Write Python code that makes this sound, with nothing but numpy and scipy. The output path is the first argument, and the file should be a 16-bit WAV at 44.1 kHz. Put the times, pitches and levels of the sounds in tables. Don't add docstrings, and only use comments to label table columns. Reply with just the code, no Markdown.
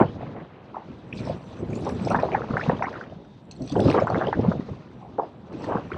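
import sys
import numpy as np
from scipy import signal
from scipy.io import wavfile

SR = 44100
rng = np.random.default_rng(int(sys.argv[2]) if len(sys.argv) > 2 else 0)


def wrap_up_sound(samples):
    columns = np.atleast_2d(samples).T
    tamed = np.clip(columns, -1, 1)
    steps = np.round(tamed * 32767).astype(np.int16)
    wavfile.write(sys.argv[1], SR, steps)


N = 263585


def from_db(db):
    return 10 ** (np.asarray(db) / 20)


def rms_one(x):
    return x / np.sqrt(np.mean(x ** 2) + 1e-20)


def at_hz(points, hz):
    point_hz, point_db = np.array(points).T
    return np.interp(np.log(hz), np.log(point_hz), point_db)


def in_time(rows):
    s, *columns = np.transpose(rows)
    return [np.interp(np.arange(N) / SR, s, column) for column in columns]


def drift(rate):
    step = 40
    r = np.exp(-2 * np.pi * rate * step / SR)
    coarse = rng.standard_normal(N // step + 2002)
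    slow = signal.lfilter([1], [1, -2 * r, r * r], coarse)[2000:]
    return np.interp(np.arange(N) / step, np.arange(len(slow)), rms_one(slow))


def patchy_noise(spectrum, shared_db, own_db, rate):
    out, together = 0, drift(rate)
    edges = 25 * 2 ** (np.arange(29) / 3)
    white = rng.standard_normal((2, N))
    for k, (low, high) in enumerate(zip(edges, edges[1:])):
        sos = signal.butter(2, [low, high], "band", fs=SR, output="sos")
        band = signal.sosfilt(sos, white[k % 2])
        band_db = at_hz(spectrum, np.sqrt(low * high))
        out = out + band * from_db(band_db + shared_db * together + own_db * drift(rate))
    return rms_one(out)


def random_sizes(spread_db):
    return from_db(spread_db * np.minimum(rng.exponential(1, N), 4)) * rng.choice([-1, 1], N)


def grains(per_s, low_hz, high_hz, cycles, spread_db, tilt_db):
    clicks = random_sizes(spread_db) * (rng.random(N) < per_s / SR) + 1e-18
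    dealt, out = rng.integers(0, 18, N), 0
    for k, hz in enumerate(np.geomspace(low_hz, high_hz, num=18)):
        r = from_db(-60 * hz / (cycles * SR))
        poles = [1, -2 * r * np.cos(2 * np.pi * hz / SR), r * r]
        once = signal.lfilter([1, 0, -1], poles, clicks * (dealt == k))
        ring = signal.lfilter([1 - r], poles, once)
        out = out + rms_one(ring) * from_db(tilt_db * np.log2(hz / low_hz))
    return rms_one(out)


BURST_ROUNDNESS = 1.5


def bursts(rows, rise, slow_tail, splash_tail):
    tones, splashes = np.zeros((2, N + SR))
    noises = rng.standard_normal((len(rows), SR // 8))
    for (peak_s, db, hz, ms, *splash), phase, noise in zip(rows, rng.random(len(rows)), noises):
        width = ms / 2355
        span = min(len(noise), int(40 * width * SR))
        t = np.arange(span) / SR - 4.5 * width
        side = np.where(t < 0, width / slow_tail, width * slow_tail)
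        away = np.hypot(t / side, .5)
        fade_in = np.sin(np.pi / 4 * np.clip(t / width + 4.5, 0, 2)) ** 2
        shape = fade_in * np.exp(-.7 * (away ** BURST_ROUNDNESS - .5 ** BURST_ROUNDNESS))
        climb = 2 * rise * width * np.log(np.cosh(np.minimum(t / width / 2, 20)))
        tone = np.cos(2 * np.pi * hz * (t + climb) + 2 * np.pi * phase)
        start = round((peak_s + t[0]) * SR)
        skip = max(0, -start)
        place = slice(start + skip, start + span)
        tones[place] += (from_db(db) * shape * tone)[skip:]
        if splash:
            rel_db, top_hz = splash if len(splash) == 2 else (splash[0], 14500)
            band = signal.butter(7, [0.673 * hz, max(top_hz, 1.15 * hz)], "band", fs=SR, output="sos")
            onset = np.sin(np.pi / 4 * np.clip(t / width + 2, 0, 2)) ** 2
            dying = onset * np.exp(-np.maximum(t, 0) / (splash_tail * width))
            slap = rms_one(signal.sosfilt(band, noise))[:span]
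            splashes[place] += (from_db(db + rel_db) * dying * slap)[skip:]
    return tones[:N], splashes[:N]


SWARM_MS, SWARM_DB, SWARM_SPREAD_DB = 16, -14, 3
SWARM_CYCLES = 3.7


def swarm(rows, count):
    draws = np.minimum(rng.random((len(rows), count, 3)), .95)
    out = []
    for (burst_s, db, low_hz, top_hz), own in zip(rows, draws):
        for late, size, place in own:
            peak_s = burst_s + .004 - SWARM_MS / 1000 * np.log(1 - late)
            peak_db = db + SWARM_DB - 9 * late + SWARM_SPREAD_DB * (2 * size - 1)
            pitch_hz = low_hz * (top_hz / low_hz) ** place
            out.append((peak_s, peak_db, pitch_hz, 1000 * SWARM_CYCLES / pitch_hz))
    return out


# pitch_hz [Hz], level_db [relative dB per Hz]
WIND_SPECTRUM = [(20, -41), (50, -0.5), (110, 12), (200, 11), (330, 4.5), (600, -2.5), (1500, -67.5)]
# [dB rms, before the gain in wind()]
GUSTS = [(0, -17), (.04, -33.5), (.25, -38.5), (.4, -40.5), (.53, -50.5), (.8, -49), (.88, -45),
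         (1.1, -45.5), (1.21, -34), (1.33, -33), (1.4, -45.5), (1.6, -37.5), (1.76, -33.5), (1.91, -30),
         (1.98, -35), (2.13, -27), (2.28, -36.5), (2.58, -38), (2.68, -32), (2.98, -44.5), (3.1, -42),
         (3.39, -51.5), (3.58, -46.5), (3.62, -34), (3.7, -40.5), (3.78, -21), (3.84, -26), (3.87, -24),
         (3.98, -26.5), (4.06, -34.5), (4.18, -31), (4.31, -36.5), (4.41, -26.5), (4.61, -34), (4.65, -43),
         (4.7, -36.5), (4.76, -45), (5.24, -47.5), (5.36, -52), (5.59, -40.5), (5.7, -38), (5.75, -31.5),
         (5.82, -40), (5.89, -43), (5.98, -39)]
# [ms, about half level]
BUFFETS = [(.016, -3.5, 220, 4.8), (.03, -13.5, 219, 8.9), (.384, -32, 330, 8.5), (.908, -31, 238, 7.8),
           (1.207, -23.5, 205, 7.8), (1.764, -21, 242, 8), (2.019, -20.5, 210, 15), (2.065, -25.5, 300, 17),
           (2.121, -21, 293, 7.1), (2.51, -16, 229, 4.6), (2.542, -18.5, 136, 7.2), (2.691, -12, 175, 7.3),
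           (2.699, -15.5, 232, 2.3), (2.748, -27, 190, 8.5), (2.734, -15, 207, 4.2), (3.63, -24.5, 137, 13),
           (3.731, -19.5, 282, 8.7), (3.863, -9, 138, 10.4), (3.891, -10.5, 278, 10),
           (4.041, -17, 160, 9.8), (4.136, -21, 123, 17), (4.15, -22.5, 190, 12), (4.18, -16, 300, 7.8),
           (4.398, -14.5, 222, 6.4), (4.488, -7, 195, 10.8), (4.598, -17, 220, 3.9), (5.553, -26, 322, 12),
           (5.759, -16, 191, 6.1), (5.799, -24, 287, 3)]


def wind():
    level_db, = in_time(GUSTS)
    lumps = patchy_noise(WIND_SPECTRUM, shared_db=2.5, own_db=2.0, rate=18.7)
    thumps = sum(bursts(BUFFETS, rise=0.041, slow_tail=0.94, splash_tail=2))
    return from_db(level_db + 2.0) * lumps + thumps


SLAP_DB, SLAP_DB_PER_OCTAVE = -6, -3.5
# [dB, share of small bubbles, likewise]
SLOSH = [(0, -17.5, 5.5), (.04, -34, 10), (.15, -42.5, 8.5), (.22, -38, 7), (.3, -42.5, 11),
         (.4, -39.5, 8.5), (.53, -51, 14.5), (.76, -44, 7), (.87, -46.5, 12), (1.1, -54, 13.5),
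         (1.27, -37, 12.5), (1.4, -47, 13.5), (1.65, -43.5, 10), (1.88, -33.5, 5), (1.98, -43, 13.5),
         (2.13, -25.5, 4), (2.23, -27.5, 2.5), (2.3, -32, 2.5), (2.35, -27.5, -1), (2.4, -30, 0),
         (2.43, -32.5, 8), (2.462, -36, 11), (2.49, -32, 12.5), (2.525, -33, 7), (2.6, -35, 11),
         (2.68, -33, 15.5), (2.77, -35.5, 9), (2.86, -37.5, -6), (2.91, -37, 5), (2.98, -34.5, 8),
         (3.13, -55.5, 14), (3.5, -74, -10), (3.69, -52.5, 19), (3.78, -32, 1.5), (3.845, -33.5, 6),
         (3.87, -25.5, 6.5), (3.98, -18.5, 1), (4.02, -29.5, 10), (4.058, -29.5, 1), (4.11, -27.5, 2),
         (4.16, -24, -2), (4.22, -28.5, 5), (4.28, -30.5, 7.5), (4.33, -43, 15), (4.365, -35.5, 5),
         (4.4, -37, 9.5), (4.45, -31, 4.5), (4.54, -40.5, 9.5), (4.62, -47, 17), (4.65, -53, 18),
         (4.7, -52, 16), (4.95, -52.5, 15), (5.03, -52, 8), (5.15, -51, 3), (5.24, -40, 1),
         (5.36, -55.5, -3), (5.53, -40.5, 5), (5.6, -41.5, 9), (5.67, -34, 5), (5.75, -22, -6.5),
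         (5.89, -52, 18), (5.98, -30.5, 8.5)]
# [Hz, top of the slap]
PLOPS = [(.004, -14.5, 600, 5.3, 1380), (.012, -13.5, 920, 3, 1570), (.014, -11, 365, 13, 945),
         (.023, -18.5, 720, 4.3, 1650), (.032, -23, 503, 7.9, 1320), (.21, -29.5, 680, 3.8, 1250),
         (.215, -41, 1900, 2.6, 2500), (.232, -32, 745, 6.1, 944), (.355, -32.5, 480, 5, 900),
         (.367, -34.5, 770, 6.1, 2130), (.747, -30.5, 1000, 5.5, 1320), (0.759, -32, 1150, 3.6, 1690),
         (.769, -21.5, 837, 3.66, 1140), (.785, -36.5, 854, 5.6, 1200), (.82, -38.5, 880, 7.4, 1200),
         (1.129, -24.5, 2510, 3, 3200), (1.193, -38.5, 2400, 3.9, 3000), (1.276, -26, 650, 6.4, 1000),
         (1.3, -21, 550, 4.9, 826), (1.313, -30, 680, 5.8, 1000), (1.733, -38, 2370, 5.1, 2900),
         (1.773, -29, 410, 8, 930), (1.87, -15, 526, 6, 1100), (1.896, -26.5, 710, 4.2, 1770),
         (1.9, -38, 2500, 2.05, 2880), (1.998, -42, 2380, 2.7, 2700), (2.073, -17.5, 550, 5.5, 895),
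         (2.087, -35, 2270, 3.5, 2970), (2.108, -12.5, 667, 2.8, 1300), (2.116, -15, 720, 5.3, 1390),
         (2.148, -6.5, 840, 3.24, 1670), (2.154, -12, 1100, 2.5, 1780), (2.166, -25, 646, 7.1, 1460),
         (2.173, -24, 1050, 2.1, 1650), (2.105, -35, 2600, 3, 3000), (2.19, -29, 1630, 3.8, 1900),
         (2.205, -40, 2670, 4, 3000), (2.192, -24.5, 970, 15, 1950), (2.234, -11, 610, 5, 842),
         (2.258, -21.5, 570, 5.2, 860), (2.288, -26, 890, 4.7, 1200), (2.319, -22.5, 2140, 0.87, 2880),
         (2.334, -21, 348, 6.6, 734), (2.34, -33, 2400, 8.7, 2800), (2.35, -12.5, 816, 6.9, 1960),
         (2.41, -24, 400, 4.3, 716), (2.42, -25, 1370, 2.5, 2110), (2.442, -24, 776, 4.5, 1060),
         (2.511, -31.5, 1240, 6.5, 1950), (2.539, -23.5, 550, 8, 1380), (2.558, -23, 530, 7, 790),
         (2.57, -13.5, 1550, 1.65, 2120), (2.576, -23, 750, 8, 970), (2.598, -21.5, 1410, 4.3, 1720),
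         (2.613, -22, 1740, 3.8, 2420), (2.634, -24, 650, 8.5, 850), (2.639, -30, 2600, 4.5, 3900),
         (2.665, -25.5, 493, 7.5, 990), (2.68, -42, 1500, 5.4, 2630), (2.697, -14.5, 950, 3, 1920),
         (2.7, -13.5, 480, 5.3, 845), (2.721, -20.5, 500, 6.7, 1020), (2.795, -29.5, 900, 2.4, 1810),
         (2.812, -26, 650, 8.1, 840), (2.825, -12.5, 966, 3, 2260), (2.842, -24, 770, 13, 1980),
         (2.858, -26.5, 2120, 2.45, 2770), (2.872, -22.5, 1030, 4.1, 1330), (2.884, -25.5, 900, 3.1, 1480),
         (2.93, -36, 1800, 2.4, 2600), (2.941, -31.5, 1500, 3.6, 2830), (2.959, -30, 1370, 5.8, 1930),
         (2.976, -37, 1600, 3.1, 2000), (3.013, -26, 1500, 3.4, 1970), (3.035, -39.5, 1300, 8.5, 2520),
         (3.124, -35, 590, 5.1, 736), (3.162, -52, 300, 9.7, 417), (3.704, -34.5, 710, 4.9, 1070),
         (3.757, -25.5, 890, 5.9, 1730), (3.765, -15.5, 400, 10.2, 810), (3.798, -15.5, 347, 12.8, 785),
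         (3.783, -20, 480, 5, 900), (3.795, -28.5, 1500, 2.3, 2200), (3.821, -25, 330, 7.4, 700),
         (3.86, -14, 393, 6.4, 580), (3.886, -17.5, 553, 7, 1330), (3.901, -18.5, 380, 4.4, 1000),
         (3.902, -21.5, 2570, 2.1, 3830), (3.879, -36, 2800, 2.5, 3100), (3.915, -25, 1900, 1.7, 2700),
         (3.928, -25, 2300, 1.4, 2700), (3.951, -23, 1250, 2.8, 2500), (3.947, -15, 550, 4.3, 1500),
         (3.965, -17, 470, 7, 1080), (3.98, -18, 1100, 5.3, 1900), (3.987, -12.5, 720, 4.5, 1630),
         (3.993, -40, 2900, 1.3, 3100), (4.001, -30, 2200, 3, 2600), (4.023, -16.5, 576, 8.4, 737),
         (4.048, -25.5, 720, 4, 1000), (4.072, -13.5, 1020, 2.1, 1650), (4.079, -20.5, 1410, 3.5, 1980),
         (4.103, -15.5, 633, 2.75, 1430), (4.125, -19, 720, 5.5, 1400), (4.146, -14.5, 1340, 1.34, 2000),
         (4.155, -27.5, 448, 8.1, 1100), (4.161, -31, 1500, 2, 1900), (4.196, -42, 2750, 2.7, 3200),
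         (4.206, -31, 1700, 3.7, 1950), (4.166, -28, 810, 3.8, 1160), (4.213, -11.5, 760, 2.2, 1670),
         (4.221, -14.5, 700, 3.9, 1680), (4.241, -23.5, 736, 3.2, 1610), (4.273, -21, 556, 8.7, 1060),
         (4.25, -40, 2850, 3, 3500), (4.274, -38, 2000, 2.2, 2300), (4.287, -20, 420, 8.2, 980),
         (4.301, -36, 660, 2.8, 1040), (4.33, -14.5, 846, 3.2, 1950), (4.397, -22, 450, 9.8, 845),
         (4.451, -19.5, 450, 4.7, 1100), (4.518, -17.5, 606, 4.16, 1510), (4.555, -33, 600, 4.3, 900),
         (4.607, -34, 500, 4.3, 1195), (4.61, -44, 1900, 4, 2200), (4.69, -37.5, 460, 8.1, 1100),
         (4.735, -40.5, 427, 6, 1300), (4.77, -45, 700, 4.6, 900), (4.99, -41.5, 850, 6.8, 1000),
         (5.015, -42, 800, 9.3, 1000), (5.028, -36, 793, 5.5, 1040), (5.05, -41, 760, 8.3, 1000),
         (5.062, -37, 720, 4, 900), (5.083, -46, 850, 4.2, 1000), (5.184, -27.5, 896, 2.25, 1690),
         (5.197, -17.5, 750, 4, 1170), (5.189, -13, 514, 5.27, 990), (5.194, -36, 825, 3, 1590),
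         (5.2, -16.5, 470, 3.7, 1110), (5.204, -35, 900, 2, 1760), (5.221, -30, 747, 11.4, 1000),
         (5.235, -35, 710, 8.4, 1220), (5.643, -33.5, 900, 7.1, 2130), (5.624, -33, 310, 8.3, 600),
         (5.644, -38, 1850, 4.1, 2100), (5.672, -30, 620, 6, 1030), (5.688, -25, 560, 6.5, 1000),
         (5.701, -26, 487, 12.4, 1120), (5.723, -17, 705, 3, 1570), (5.74, -19.5, 570, 3.25, 1020),
         (5.731, -47, 3000, 3.9, 3200), (5.749, -29.5, 1250, 6.1, 1780), (5.755, -16, 420, 3.1, 1000),
         (5.758, -32, 472, 11, 960), (5.77, -23, 1220, 2.5, 1680), (5.815, -41, 1150, 6.2, 1500),
         (5.906, -35, 1050, 5, 1280), (5.919, -21.5, 1420, 2.1, 2410), (5.921, -47, 2300, 2, 3100),
         (5.937, -43.5, 3150, 5.3, 3600), (5.924, -26.5, 365, 10.6, 527), (5.945, -29, 1180, 2.6, 1960),
         (5.97, -36, 1330, 2, 1790)]


def water():
    level_db, sharp_db = in_time(SLOSH)
    clumps = from_db(3.0 * drift(11.0))
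    large = grains(700 * clumps, low_hz=330, high_hz=1100, cycles=4.26, spread_db=2.0, tilt_db=-3.5)
    small = grains(1200 * clumps, low_hz=1000, high_hz=3045, cycles=14.0, spread_db=0.5, tilt_db=-4.0)
    gurgle = from_db(level_db - 3.0) * (large + from_db(sharp_db - 20.0) * small)
    plops = [(s, db, hz, ms, SLAP_DB + SLAP_DB_PER_OCTAVE * np.log2(hz / 500), top_hz)
             for s, db, hz, ms, top_hz in PLOPS]
    after = swarm([(s, db, 0.88 * hz, top_hz) for s, db, hz, ms, top_hz in PLOPS], count=8)
    return gurgle + sum(bursts(plops + after, rise=0.087, slow_tail=1.036, splash_tail=3.43))


# pitch_hz [Hz], level_db [relative dB per Hz]
SEA_SPECTRUM = [(18, -49.5), (30, -29), (114, -3), (252, -0.5), (503, -23.5), (711, -8.5), (2010, -26),
                (3630, -29.5), (6420, -71.5), (11100, -71.5), (14400, -100), (22000, -120)]


def sea():
    return from_db(-51.5) * patchy_noise(SEA_SPECTRUM, shared_db=1.2, own_db=1.5, rate=5.0)


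TICK_MS = 1.7
# pitch_hz [Hz], level_db [relative dB per Hz]
RUSTLE_SPECTRUM = [(1200, -15), (2200, -23.5), (3200, 13.5), (5000, 2.5), (6300, -0.5), (7200, -32.5),
                   (9000, -60), (12000, -91), (20000, -110)]
# [dB, fine treble re level_db, likewise]
RUB = [(0, -56.5, -36), (.25, -60.5, -31), (.53, -69.5, -26), (.83, -65, -26), (.87, -63, -25),
       (1.1, -65, -8), (1.18, -46.5, -17), (1.215, -54, -7), (1.27, -51, -12), (1.4, -61, -12),
       (1.5, -56.5, -15), (1.6, -57.5, -14), (1.68, -56.5, -12), (1.76, -52, -5), (1.83, -52, -10),
       (1.9, -53, -3), (1.98, -48, -21), (2.11, -49.5, -9), (2.28, -52, -29), (2.58, -54, -34),
       (2.68, -45, -45), (2.74, -52, -45), (2.98, -55, -34), (3.21, -65, -23), (3.4, -68, -7),
       (3.49, -81, 4), (3.52, -58, -21), (3.58, -62.5, -9), (3.69, -51, -10), (3.77, -55, -8),
       (3.83, -46.5, -6), (3.91, -39, -20), (3.98, -48, -30), (4.03, -49.5, -25), (4.07, -57.5, -21),
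       (4.12, -51, -20), (4.16, -53, -24), (4.27, -51, -29), (4.36, -56, -25), (4.48, -51.5, -41),
       (4.76, -59, -24.5), (5.16, -70, -11.5), (5.24, -62, -16), (5.36, -69, -17), (5.52, -63, -18),
       (5.55, -55, -30), (5.6, -57, -5), (5.645, -43, -19), (5.73, -58, -12), (5.98, -57.5, -21)]
# [dB re the peak, before the crackle drives the case]
TICKS = [(1.176, -43, 4870, -16), (1.188, -48, 4300, -15), (1.252, -43.5, 5240, -2),
         (1.704, -53, 6460, -15), (1.755, -39, 6970, -16), (1.757, -42.5, 4370, -15),
         (1.27, -48, 5200, -17), (1.809, -54, 9200, -14), (1.897, -54, 9600, -12), (1.91, -59, 8100, -10),
         (1.911, -59, 9800, -12), (1.81, -56, 6600, -17), (1.824, -55, 6500, -13), (1.827, -51, 5200, -15),
         (1.85, -45, 5400, -1), (1.892, -39.5, 5200, -3), (2.05, -35.5, 5070, -6), (2.086, -41, 5110, -10),
         (2.087, -45, 4200, -15), (2.101, -41, 5900, -1), (2.102, -44, 8840, -7), (2.102, -51, 9800, -5),
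         (2.102, -44, 8100, -10), (2.12, -38.5, 4160, 0), (2.161, -39, 3480, -9), (2.199, -43, 5400, -7),
         (2.194, -60, 8700, -15), (2.245, -60, 8600, -13), (2.226, -38, 3960, -14), (2.337, -51, 5710, -7),
         (2.578, -60, 8000, -8), (2.603, -42, 5000, -15), (2.622, -54, 5400, -15), (2.64, -42, 4000, -19),
         (2.687, -52, 5500, 2), (2.692, -64, 9200, -10), (2.769, -41, 3140, -23), (2.788, -43, 3620, -18),
         (2.831, -45, 5500, -6), (2.832, -68, 8300, -10), (2.842, -53, 5700, -12), (2.895, -49, 4000, -14),
         (2.929, -58, 5000, -1), (3.04, -47, 3100, -15), (3.099, -49, 3000, -19), (3.249, -48, 1400, -18),
         (3.512, -35, 4280, -5), (3.513, -41, 6150, -20), (3.518, -45, 7600, -9), (3.563, -58, 7900, -15),
         (3.621, -44, 5800, -1), (3.663, -49, 7900, -12), (3.676, -41.5, 4150, -2), (3.696, -44.5, 4550, 7),
         (3.712, -35, 3410, -15), (3.721, -40.5, 4600, 3), (3.724, -40, 6340, -8), (3.791, -47, 5040, -10),
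         (3.792, -46, 8300, -10), (3.793, -58, 10600, -10), (3.868, -44, 5200, -12),
         (3.803, -30.5, 3470, -5.5), (3.766, -38, 2970, -18), (3.803, -51, 10100, -14),
         (3.877, -40, 4430, -16), (3.902, -31, 4350, -5), (3.914, -33, 5060, -13), (3.927, -36, 3800, -18),
         (4.001, -38.5, 5300, -9), (4.007, -52, 7000, -12), (4.071, -50, 7400, -15),
         (4.101, -64, 8040, -14), (4.271, -42.5, 4930, -21), (4.101, -37, 4400, -5.5),
         (4.183, -36.5, 3460, -18), (4.27, -28, 2970, -31), (4.285, -39, 3420, -24), (4.412, -49, 5200, -9),
         (5.527, -59.5, 5470, 6), (5.607, -55, 5790, -12), (5.622, -46, 5260, -12), (5.644, -50, 4430, 4)]


def sleeve():
    level_db, top_db = in_time(RUB)
    rub = patchy_noise(RUSTLE_SPECTRUM, shared_db=2.5, own_db=2.0, rate=15.0)
    scratch_per_s = 1500 * from_db(4.0 * drift(25.0))
    scratch = rms_one(random_sizes(2.5) * (rng.random(N) < scratch_per_s / SR))
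    fine = grains(1600 * from_db(7.0 * drift(4.2)), low_hz=7280, high_hz=13600,
                  cycles=47.0, spread_db=4.0, tilt_db=-32.0)
    snaps = [(*tick, TICK_MS, rel_db) for *tick, rel_db in TICKS]
    pings, crackle = bursts(snaps, rise=.02, slow_tail=1.5, splash_tail=5.0)
    after = swarm([(s, db + 6.0, 0.94 * hz, 1.06 * hz) for s, db, hz, rel_db in TICKS], count=2)
    drops = [(*drop[:3], TICK_MS) for drop in after]
    pings = pings + bursts(drops, rise=.02, slow_tail=4.6, splash_tail=2)[0]
    ringing = housing(from_db(level_db + 8.0) * scratch, from_db(18.0) * crackle, top_db, wander_db=4.5)
    hiss = from_db(level_db - 5.5) * rub
    return hiss + from_db(level_db + top_db - 7.0) * fine + ringing + pings


# pitch_hz [Hz], width_hz [Hz, of each filter pass], gain_db [dB]
CASE = [(2520, 500, -6), (4330, 700, -11), (5760, 450, -9), (7900, 420, -18), (9330, 350, -34),
        (10500, 400, -46), (12300, 400, -60), (13500, 500, -64)]


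def housing(scratch, snaps, top_db, wander_db):
    out = 0
    for hz, width_hz, db in CASE:
        r = np.exp(-np.pi * width_hz / SR)
        b = (1 - r * r) / 2 * np.array([1, 0, -1])
        a = [1, -2 * r * np.cos(2 * np.pi * hz / SR), r * r]
        reach_db = (top_db + 6.5) * np.clip((hz - 4500) / 3500, 0, 1.2)
        drive = from_db(reach_db + wander_db * drift(18.0)) * scratch + snaps
        out = out + from_db(db) * signal.lfilter(b, a, signal.lfilter(b, a, drive))
    return out


DRAG_WIDTH_HZ, DRAG_GRAINS_PER_S = 400, 1700
DRAG_FADE_S = 0.0094
# [dB rms, before the fades]
DRAGS = [(0.057, 0.103, 3080, -56.5), (0.38, 0.413, 1770, -54), (1.125, 1.2, 5500, -65),
         (1.136, 1.21, 2450, -54), (1.14, 1.21, 8000, -71), (1.17, 1.21, 6100, -63),
         (1.23, 1.28, 5380, -58), (1.23, 1.31, 8150, -72), (1.23, 1.27, 3900, -64),
         (1.165, 1.205, 4060, -57), (1.19, 1.3, 9200, -82), (1.28, 1.35, 5300, -72),
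         (1.427, 1.478, 6000, -71), (1.515, 1.535, 6000, -68), (1.56, 1.604, 6050, -68),
         (1.58, 1.607, 7900, -70), (1.65, 1.67, 10500, -82), (1.76, 1.8, 10500, -79),
         (1.93, 1.98, 12300, -92), (2.165, 2.19, 13300, -89), (1.695, 1.753, 6600, -68),
         (1.745, 1.793, 2500, -58), (1.76, 1.782, 7500, -66), (1.955, 1.98, 7900, -72),
         (2.012, 2.07, 7900, -62), (2.076, 2.122, 2500, -51), (2.19, 2.198, 2530, -43),
         (2.223, 2.26, 4050, -59), (3.503, 3.56, 4250, -70), (3.512, 3.535, 6150, -70),
         (3.513, 3.57, 7750, -84), (3.596, 3.635, 7760, -69), (3.602, 3.682, 6040, -63),
         (3.655, 3.77, 7900, -72), (3.675, 3.716, 3500, -52), (3.675, 3.72, 4750, -57),
         (3.805, 3.9, 5060, -51.5), (3.895, 3.94, 8750, -64), (3.808, 3.962, 3940, -54),
         (4.01, 4.035, 6650, -61), (5.21, 5.26, 4930, -73), (5.57, 5.692, 7740, -73),
         (5.56, 5.85, 2680, -61.5)]


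def drags():
    out, t = np.zeros(N), np.arange(N) / SR
    clicks = rng.standard_normal(N) * (rng.random(N) < DRAG_GRAINS_PER_S / SR) + 1e-18
    for start, end, hz, db in DRAGS:
        span = slice(int((start - .02) * SR), int((end + .05) * SR))
        edges = [hz - DRAG_WIDTH_HZ / 2, hz + DRAG_WIDTH_HZ / 2]
        band = signal.butter(2, edges, "band", fs=SR, output="sos")
        fade_s = np.minimum(t[span] - start, (end - t[span]) / 2 + DRAG_FADE_S)
        fade = np.clip(fade_s / DRAG_FADE_S, 0, 1)
        out[span] += from_db(db) * fade * rms_one(signal.sosfilt(band, clicks[span]))
    return out


# [dB rms, mean, unfaded]
WHISTLE = [(3.02, 3.43, 3660, -74), (4.46, 4.62, 3670, -67)]


def whistle():
    out, t = np.zeros(N), np.arange(N) / SR
    for start, end, hz, db in WHISTLE:
        fade = np.clip(np.minimum(t - start, end - t) / .03, 0, 1)
        gain = np.sqrt(2) * from_db(db + 1.5 * drift(20.0))
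        phase = 2 * np.pi * np.cumsum(hz + 12 * drift(8.0)) / SR
        out += fade * gain * np.sin(phase)
    return out


def scene():
    return (wind() + water() + sea() + sleeve() + drags() + whistle())[None]


HISS_DB, CUTOFF_HZ = -92, 11200


def record(dry):
    hiss = from_db(HISS_DB) * rng.standard_normal(dry.shape)
    rounded = np.tanh(dry + hiss)
    return signal.sosfilt(signal.butter(1, CUTOFF_HZ, fs=SR, output="sos"), rounded)


dry = scene()
out = record(dry)
wrap_up_sound(out)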